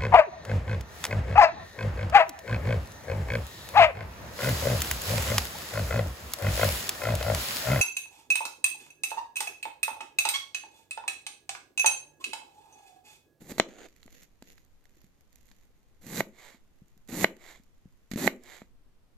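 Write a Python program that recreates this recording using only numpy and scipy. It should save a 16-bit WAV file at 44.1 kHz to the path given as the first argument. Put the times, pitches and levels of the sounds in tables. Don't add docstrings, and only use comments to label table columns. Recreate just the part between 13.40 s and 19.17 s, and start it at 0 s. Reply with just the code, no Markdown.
import sys
import numpy as np
from scipy import signal
from scipy.fft import rfft, irfft
from scipy.io import wavfile

SR = 44100
rng = np.random.default_rng(int(sys.argv[2]) if len(sys.argv) > 2 else 0)


def transcribe(signal):
    frames = np.atleast_2d(signal).T
    limited = np.clip(frames, -1, 1)
    pcm = np.round(limited * 32767).astype(np.int16)
    wavfile.write(sys.argv[1], SR, pcm)


N = 254443
T = np.arange(N) / SR

# frequency in Hz, relative level in dB.
AIR_SPECTRUM = [(6, 14), (22, 5.5), (40, 0.5), (131, -8.5), (153, -10.5), (231, -10.5), (308, -14.5),
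                (490, -18), (618, -22), (801, -22), (1830, -27), (12700, -39), (14500, -34)]
# frequency in Hz, reverberation time in s, echo level in dB.
ROOM_BANDS = [(116, 0.11, -14.5), (240, .42, -9), (406, 0.53, -15), (680, 0.34, -23), (1250, 0.23, -16),
              (2017, 0.23, -23), (2800, 0.24, -12.5), (3917, 0.17, -12), (5200, 0.15, -8),
              (7000, 0.27, -14), (10000, 0.24, -15.5), (13840, 0.19, -11)]
# start in s, end in s, mid-stroke level in dB.
BLADE_SLIDES = [(2.94, 3.17, -53), (3.99, 4.19, -52), (5.03, 5.225, -50.5)]
# frequency in Hz, relative level in dB.
SLIDE_SPECTRUM = [(120, -22), (200, -14.5), (375, -8.5), (402, -7), (608, -4.5), (1360, -10.5), (2170, 0),
                  (2590, -14.5), (3850, -9), (5410, -19), (7340, -9), (8320, -22.5), (10100, -26),
                  (12600, -15.5), (14500, -29)]
# start in s, end in s, mid-stroke level in dB.
EDGE_SCRAPES = [(0.286, 0.385, -56), (0.385, 0.465, -49)]
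# frequency in Hz, relative level in dB.
DRAG_SPECTRUM = [(88, -43.5), (150, -21), (256, -4.5), (667, -6), (1020, -20), (1460, -12.5), (4030, -21.5),
                 (5570, -30), (6750, -15), (8650, -36), (14500, -32.5)]
# start in s, end in s, mid-stroke level in dB.
FINGER_RUBS = [(0.46, 0.727, -72), (0.729, 0.845, -60), (1.064, 1.122, -60), (1.12, 1.227, -76.5),
               (1.526, 1.669, -75.5), (1.914, 2.239, -76)]
# frequency in Hz, relative level in dB.
RUB_SPECTRUM = [(88, -22), (150, 2), (473, 0), (872, -15.5), (959, -21.5), (1980, -3), (2400, -7.5),
                (5260, -13.5), (6880, -4.5), (8490, -28), (12700, -9.5), (14500, -24.5)]
# start in s, gain in dB before the envelope, pitch in Hz.
ONION_THUDS = [(0.018, -40, 210), (0.657, -41.5, 243), (1.023, -39, 240.2), (1.568, -52.5, 347.7),
               (1.641, -44.5, 179.9), (2.111, -50, 200.6), (2.303, -60.5, 499), (3.145, -44.5, 230),
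               (3.419, -39, 164.3), (3.567, -49.5, 190), (4.198, -46.5, 232), (4.456, -36, 171.7),
               (5.218, -36.5, 218.8)]
# start in s, crack gain in dB, jolt gain in dB.
CRACKS = [(0.118, -47, -25), (0.1816, -31.5, -31.5), (0.287, -51, -40), (2.666, -48.5, -31),
          (3.687, -45, -42), (3.726, -43.5, -25), (3.816, -38.5, -26.5), (3.834, -38, -24.5),
          (4.714, -32, -24), (4.735, -35, -21), (4.7588, -38, -16)]
# start in s, gain in dB, treble over body in dB.
SHORT_TICKS = [(0.201, -16, -27), (0.486, -49, -1), (0.563, -50.5, -2), (0.63, -43.5, -6),
               (0.662, -54.5, 10), (0.833, -49.5, 8), (1.0243, -42, -2), (1.1798, -44, -15),
               (1.4544, -47.5, -8), (1.6162, -50, -2.5), (1.957, -59.5, 14.5), (2.088, -52, -2),
               (2.1144, -40, -17), (2.234, -57, -1.5), (2.666, -43, 5), (2.681, -40, -13), (2.772, -24, -5),
               (3.676, -55.5, 9.5), (3.967, -44.5, -5), (5.0364, -57, 16.5)]
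# start in s, end in s, crunch gain at start in dB,
# crunch gain at end in dB, board rumble over crunch in dB.
CUT_STROKES = [(0, 0.176, -59, -59, 3.5), (0.081, 0.122, -55.5, -44.5, 0.5),
               (0.179, 0.2, -40.5, -43.5, -9.5), (2.608, 2.809, -63, -33, -0.5),
               (3.681, 3.845, -52.5, -31, 1), (4.765, 4.88, -42.5, -32.5, 3.5)]
# frequency in Hz, relative level in dB.
CRUNCH_SPECTRUM = [(410, -33.5), (700, -3), (847, -10), (914, -19), (1210, -9.5), (1320, -9.5), (1960, 0.5),
                   (2520, -6.5), (3130, -10.5), (4030, -3.5), (5190, -10.5), (7220, -1), (9070, -16.5),
                   (11800, -5), (14500, -8.5)]
# frequency in Hz, relative level in dB.
RUMBLE_SPECTRUM = [(41, -48.5), (70, -22), (124, -5), (216, 2.5), (296, -2), (552, -9), (732, -16),
                   (847, -13), (912, -19), (1210, -22), (1300, -26.5), (1690, -63.5), (2860, -120)]
# start in s, push gain in dB, blade ring gain in dB,
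# contact sharpness in Hz, board left minus right in dB, blade left minus right in dB.
BOARD_KNOCKS = [(0.182, 2.5, -9, 4520, -2, -1), (0.1987, 21.5, 0.5, 5480, 4, 5.5),
                (0.679, -17.5, 0.5, 3060, -4, 0), (1.0233, -14.5, -9, 5000, -4, 11),
                (2.806, 16, 1.5, 2168, -2, -6), (3.844, 21, 6, 2614, 3.5, -1),
                (4.8761, 19, 4.5, 2180, -4, -9.5), (5.2182, -10.5, -8, 2600, -3.5, -0.5)]
# frequency in Hz, width in Hz, left gain in dB, right gain in dB.
BOARD_MODES = [(228, 46, -3, -5), (364, 110, 1, -17.5), (533, 280, 0, 1), (638, 48, -1, -3.5),
               (841, 83, -12, -20), (1182.6, 190, -8, -6.5)]
# frequency in Hz, width in Hz, left gain in dB, right gain in dB.
BLADE_MODES = [(1560, 420, -9, -6), (1940, 520, -11.5, 2.5), (2170, 63, -13.5, -12), (2990, 250, -4.5, -5),
               (3480, 430, -7.5, -12), (4040, 390, -13, 0.5), (6900, 2000, -18.5, -0.5)]

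AIR_DB, HOLD_DB = -60, -80
SLIDE_ARCH_DB, SCRAPE_ARCH_DB, RUB_ARCH_DB = 14.5, 1.5, 3
SLIDE_FADE_S, SCRAPE_FADE_S, RUB_FADE_S = 0.02, 0.0053, 0.013
THUD_ATTACK_S, THUD_DECAY_S, JOLT_HZ = 0.0009, 0.0045, 222
CRACK_DECAY_S, CRACK_TREBLE_DB, TICK_DECAY_S = 0.0061, -8, 0.0013
STRAY_TICKS_PER_S, STRAY_TICK_DB, STRAY_SPREAD_DB, STRAY_TREBLE_DB = 5, -62.5, 1.5, 5.5
RUB_TICKS_PER_S = 26
HANDLING_END_S = 5.3
BOUNCE_HZ, BOUNCE_WIDTH_HZ, BOUNCE_DB = 169, 45, -7
TOP_HZ = 14350


def undb(db):
    return 10 ** (np.asarray(db) / 20)


def on_log_axis(hz, points_hz, values):
    return np.interp(np.log(np.maximum(hz, 1)), np.log(points_hz), values)


def pan(left_minus_right_db):
    return undb(np.array([[left_minus_right_db], [-left_minus_right_db]]) / 2)


def add(out, start_s, sound):
    i = int(start_s * SR)
    out[..., i:i + sound.shape[-1]] += sound[..., :N - i]


def split(x, hz):
    low = signal.sosfiltfilt(signal.butter(2, hz, fs=SR, output="sos"), x)
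    return low, x - low


def walk(hz):
    return np.interp(T * hz, np.arange(N), rng.standard_normal(N))


def late_right(x, count=4):
    return np.array([x[0], np.pad(x[1], (count, 0))[:N]])


def colour(x, spectrum, size=4096):
    gain = undb(on_log_axis(np.fft.rfftfreq(size, 1 / SR), *np.transpose(spectrum)))
    cepstrum = irfft(np.log(gain))
    causal = 2 * cepstrum[:size // 2] * (np.arange(size // 2) > 0)
    response = irfft(np.exp(rfft(causal, size)))
    return signal.fftconvolve(x, response[None] / np.linalg.norm(response), axes=1)[:, :N]


def ring(x, modes, order=1):
    out = 0
    for hz, width_hz, left_db, right_db in modes:
        sections = [np.concatenate(signal.iirpeak(hz, hz / width_hz, fs=SR))] * order
        out = out + undb([[left_db], [right_db]]) * signal.sosfilt(sections, x)
    return out


def grains(rate_per_s, spread_db, apart):
    unevenness = np.minimum(rng.exponential(size=N), 4)
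    size = (rng.random(N) < rate_per_s / SR) * undb(spread_db * unevenness)
    shared = np.sqrt(1 - apart) * rng.choice([-1, 1], N)
    separate = np.sqrt(apart) * rng.standard_normal((2, N))
    x = size * (shared + separate)
    return x / x.std()


def strokes(rows, arch_db, fade_s):
    out = np.zeros(N)
    for start_s, end_s, db in rows:
        place = np.clip(2 * (T - start_s) / (end_s - start_s) - 1, -1, 1)
        outside_s = np.maximum(np.maximum(start_s - T, T - end_s), 0)
        out += undb(db - arch_db * place ** 2) * np.exp(-outside_s / fade_s)
    return out


def air():
    noise = rng.standard_normal((3, N))
    hz = np.fft.rfftfreq(N, 1 / SR)
    alike = on_log_axis(hz, [25, 80, 500, 3000], [0.2, 0.31, 0.57, 0.035])
    field = irfft(np.sqrt(alike) * rfft(noise[2]) + np.sqrt(1 - alike) * rfft(noise[:2]), N)
    rumble, hiss = split(colour(field, AIR_SPECTRUM) * undb(AIR_DB), hz=120.4)
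    return hiss + rumble * undb(2 * walk(hz=13))


def room(x):
    t = T[:SR * 3 // 4]
    hz = np.fft.rfftfreq(2 * len(t), 1 / SR)
    centres_hz = [row[0] for row in ROOM_BANDS]
    noise = rng.standard_normal((3, 2 * len(t)))
    shared = 1 / (1 + (hz / 1100) ** 2)
    field = np.sqrt(shared) * rfft(noise[2]) + np.sqrt(1 - shared) * rfft(noise[:2])
    onset = np.clip((t - 0.004) / 0.0063, 0, 1)
    response = 0
    for weights, (_, t60_s, db) in zip(np.eye(len(ROOM_BANDS)), ROOM_BANDS):
        fade = onset * np.exp(-np.log(1000) * t / t60_s)
        band = irfft(field * on_log_axis(hz, centres_hz, weights))[:, :len(t)]
        response = response + undb(db) * band * fade / np.linalg.norm(fade)
    source = 0.47 * x[0] + 0.47 * x[1]
    return signal.fftconvolve(source[None], response, axes=1)[:, :N]


def friction():
    wet_slips = grains(rate_per_s=6000, spread_db=2.5, apart=0.35)
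    edge_slips = grains(rate_per_s=3500, spread_db=2.5, apart=0.35)
    slide = strokes(BLADE_SLIDES, SLIDE_ARCH_DB, SLIDE_FADE_S) * colour(wet_slips, SLIDE_SPECTRUM)
    drag = strokes(EDGE_SCRAPES, SCRAPE_ARCH_DB, SCRAPE_FADE_S) * colour(edge_slips, DRAG_SPECTRUM)
    holding = undb(HOLD_DB) * np.clip((HANDLING_END_S - T) / 0.068 + 1, 0, 1)
    fingers = strokes(FINGER_RUBS, RUB_ARCH_DB, RUB_FADE_S) + holding
    skin = colour(grains(rate_per_s=1300, spread_db=-1.5, apart=1.0), RUB_SPECTRUM)
    ticks = undb(-7.5) * colour(grains(rate_per_s=30, spread_db=-1, apart=0.409), CRUNCH_SPECTRUM)
    grip = undb(0.68 * walk(hz=80))
    return grip * (slide * pan(-7.5) + drag * pan(-4.5) + fingers * (skin + ticks) * pan(-5.5))


def thuds():
    out = np.zeros(N)
    t = T[:SR // 8]
    fade = (1 - np.exp(-t / THUD_ATTACK_S)) * np.exp(-t / THUD_DECAY_S)
    jolts = [(start_s, jolt_db, JOLT_HZ) for start_s, _, jolt_db in CRACKS]
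    for start_s, db, hz in list(ONION_THUDS) + jolts:
        add(out, start_s, undb(db) * fade * np.sin(2 * np.pi * hz * t))
    return out * pan(1.5)


def snaps():
    bursts = colour(grains(rate_per_s=13000, spread_db=0.5, apart=0.36), CRUNCH_SPECTRUM)
    low, high = split(bursts * pan(-11), hz=4960)
    clusters = [(start_s, db, CRACK_TREBLE_DB, CRACK_DECAY_S) for start_s, db, _ in CRACKS]
    clusters += [(start_s, db, treble_db, TICK_DECAY_S) for start_s, db, treble_db in SHORT_TICKS]
    chance, size = rng.random(N), rng.standard_normal(N)
    moving = sum((T > start_s) & (T < end_s) for start_s, end_s, _ in FINGER_RUBS)
    rate_per_s = STRAY_TICKS_PER_S * (T < HANDLING_END_S) + RUB_TICKS_PER_S * moving
    for i in np.flatnonzero(chance < rate_per_s / SR):
        stray_db = STRAY_TICK_DB + STRAY_SPREAD_DB * size[i]
        clusters.append((T[i], stray_db, STRAY_TREBLE_DB, TICK_DECAY_S))
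    body, treble = np.zeros(N), np.zeros(N)
    t = T[:SR // 10]
    onset = 1 - np.exp(-t / 0.0003)
    for start_s, db, treble_db, decay_s in clusters:
        burst = undb(db) * onset * np.exp(-t / decay_s)
        add(body, start_s, burst)
        add(treble, start_s, burst * undb(treble_db))
    return body * low + treble * high


def cuts():
    force, load = np.zeros(N), np.zeros(N)
    for start_s, end_s, first_db, last_db, rumble_db in CUT_STROKES:
        depth = np.clip((T - start_s) / (end_s - start_s), 0, 1)
        db = last_db + (first_db - last_db) * (1 - depth) ** 1.3
        attack = np.clip((T - start_s) / 0.009, 0, 1)
        release = np.exp(-np.maximum(T - end_s, 0) / 0.002)
        stroke = undb(db) * attack * release
        force += stroke
        load += stroke * undb(rumble_db)
    jerk = undb(2.3 * walk(hz=300))
    fibres = grains(rate_per_s=2500, spread_db=2.5, apart=0.4)
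    cells = grains(rate_per_s=12000, spread_db=2.5, apart=0.65)
    tearing = jerk * split(fibres, hz=5030)[0] + np.sqrt(jerk) * split(cells, hz=4430)[1]
    shakes = grains(rate_per_s=1500, spread_db=1, apart=0.03)
    rocking = ring(rng.standard_normal(N), [(BOUNCE_HZ, BOUNCE_WIDTH_HZ, 0, 0)])
    rumble = colour(load * jerk * shakes, RUMBLE_SPECTRUM)
    board = rumble + undb(BOUNCE_DB) * load * rocking / rocking.std()
    return colour(force * tearing, CRUNCH_SPECTRUM) * pan(-8) + board * pan(1)


def knocks(size=4096):
    out = np.zeros((2, N))
    for start_s, db, blade_db, sharp_hz, board_pan_db, blade_pan_db in BOARD_KNOCKS:
        push = signal.lfilter(*signal.butter(3, sharp_hz, fs=SR), signal.unit_impulse(size))
        board = pan(board_pan_db) * ring(push, BOARD_MODES)
        blade = undb(blade_db) * pan(blade_pan_db) * ring(push, BLADE_MODES, order=2)
        add(out, start_s, -undb(db) * (board + blade))
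    return signal.lfilter(*signal.butter(2, 95, "high", fs=SR), out)


def scene():
    near = late_right(knocks() + thuds()) + late_right(cuts() + snaps() + friction(), count=1)
    return near + room(near) + air()


def record(dry):
    rounded = dry / (1 + (dry / 0.86) ** 8) ** 0.125
    return signal.sosfilt(signal.ellip(12, 0.2, 80, TOP_HZ, fs=SR, output="sos"), rounded)


dry = scene()
out = record(dry)
transcribe(out)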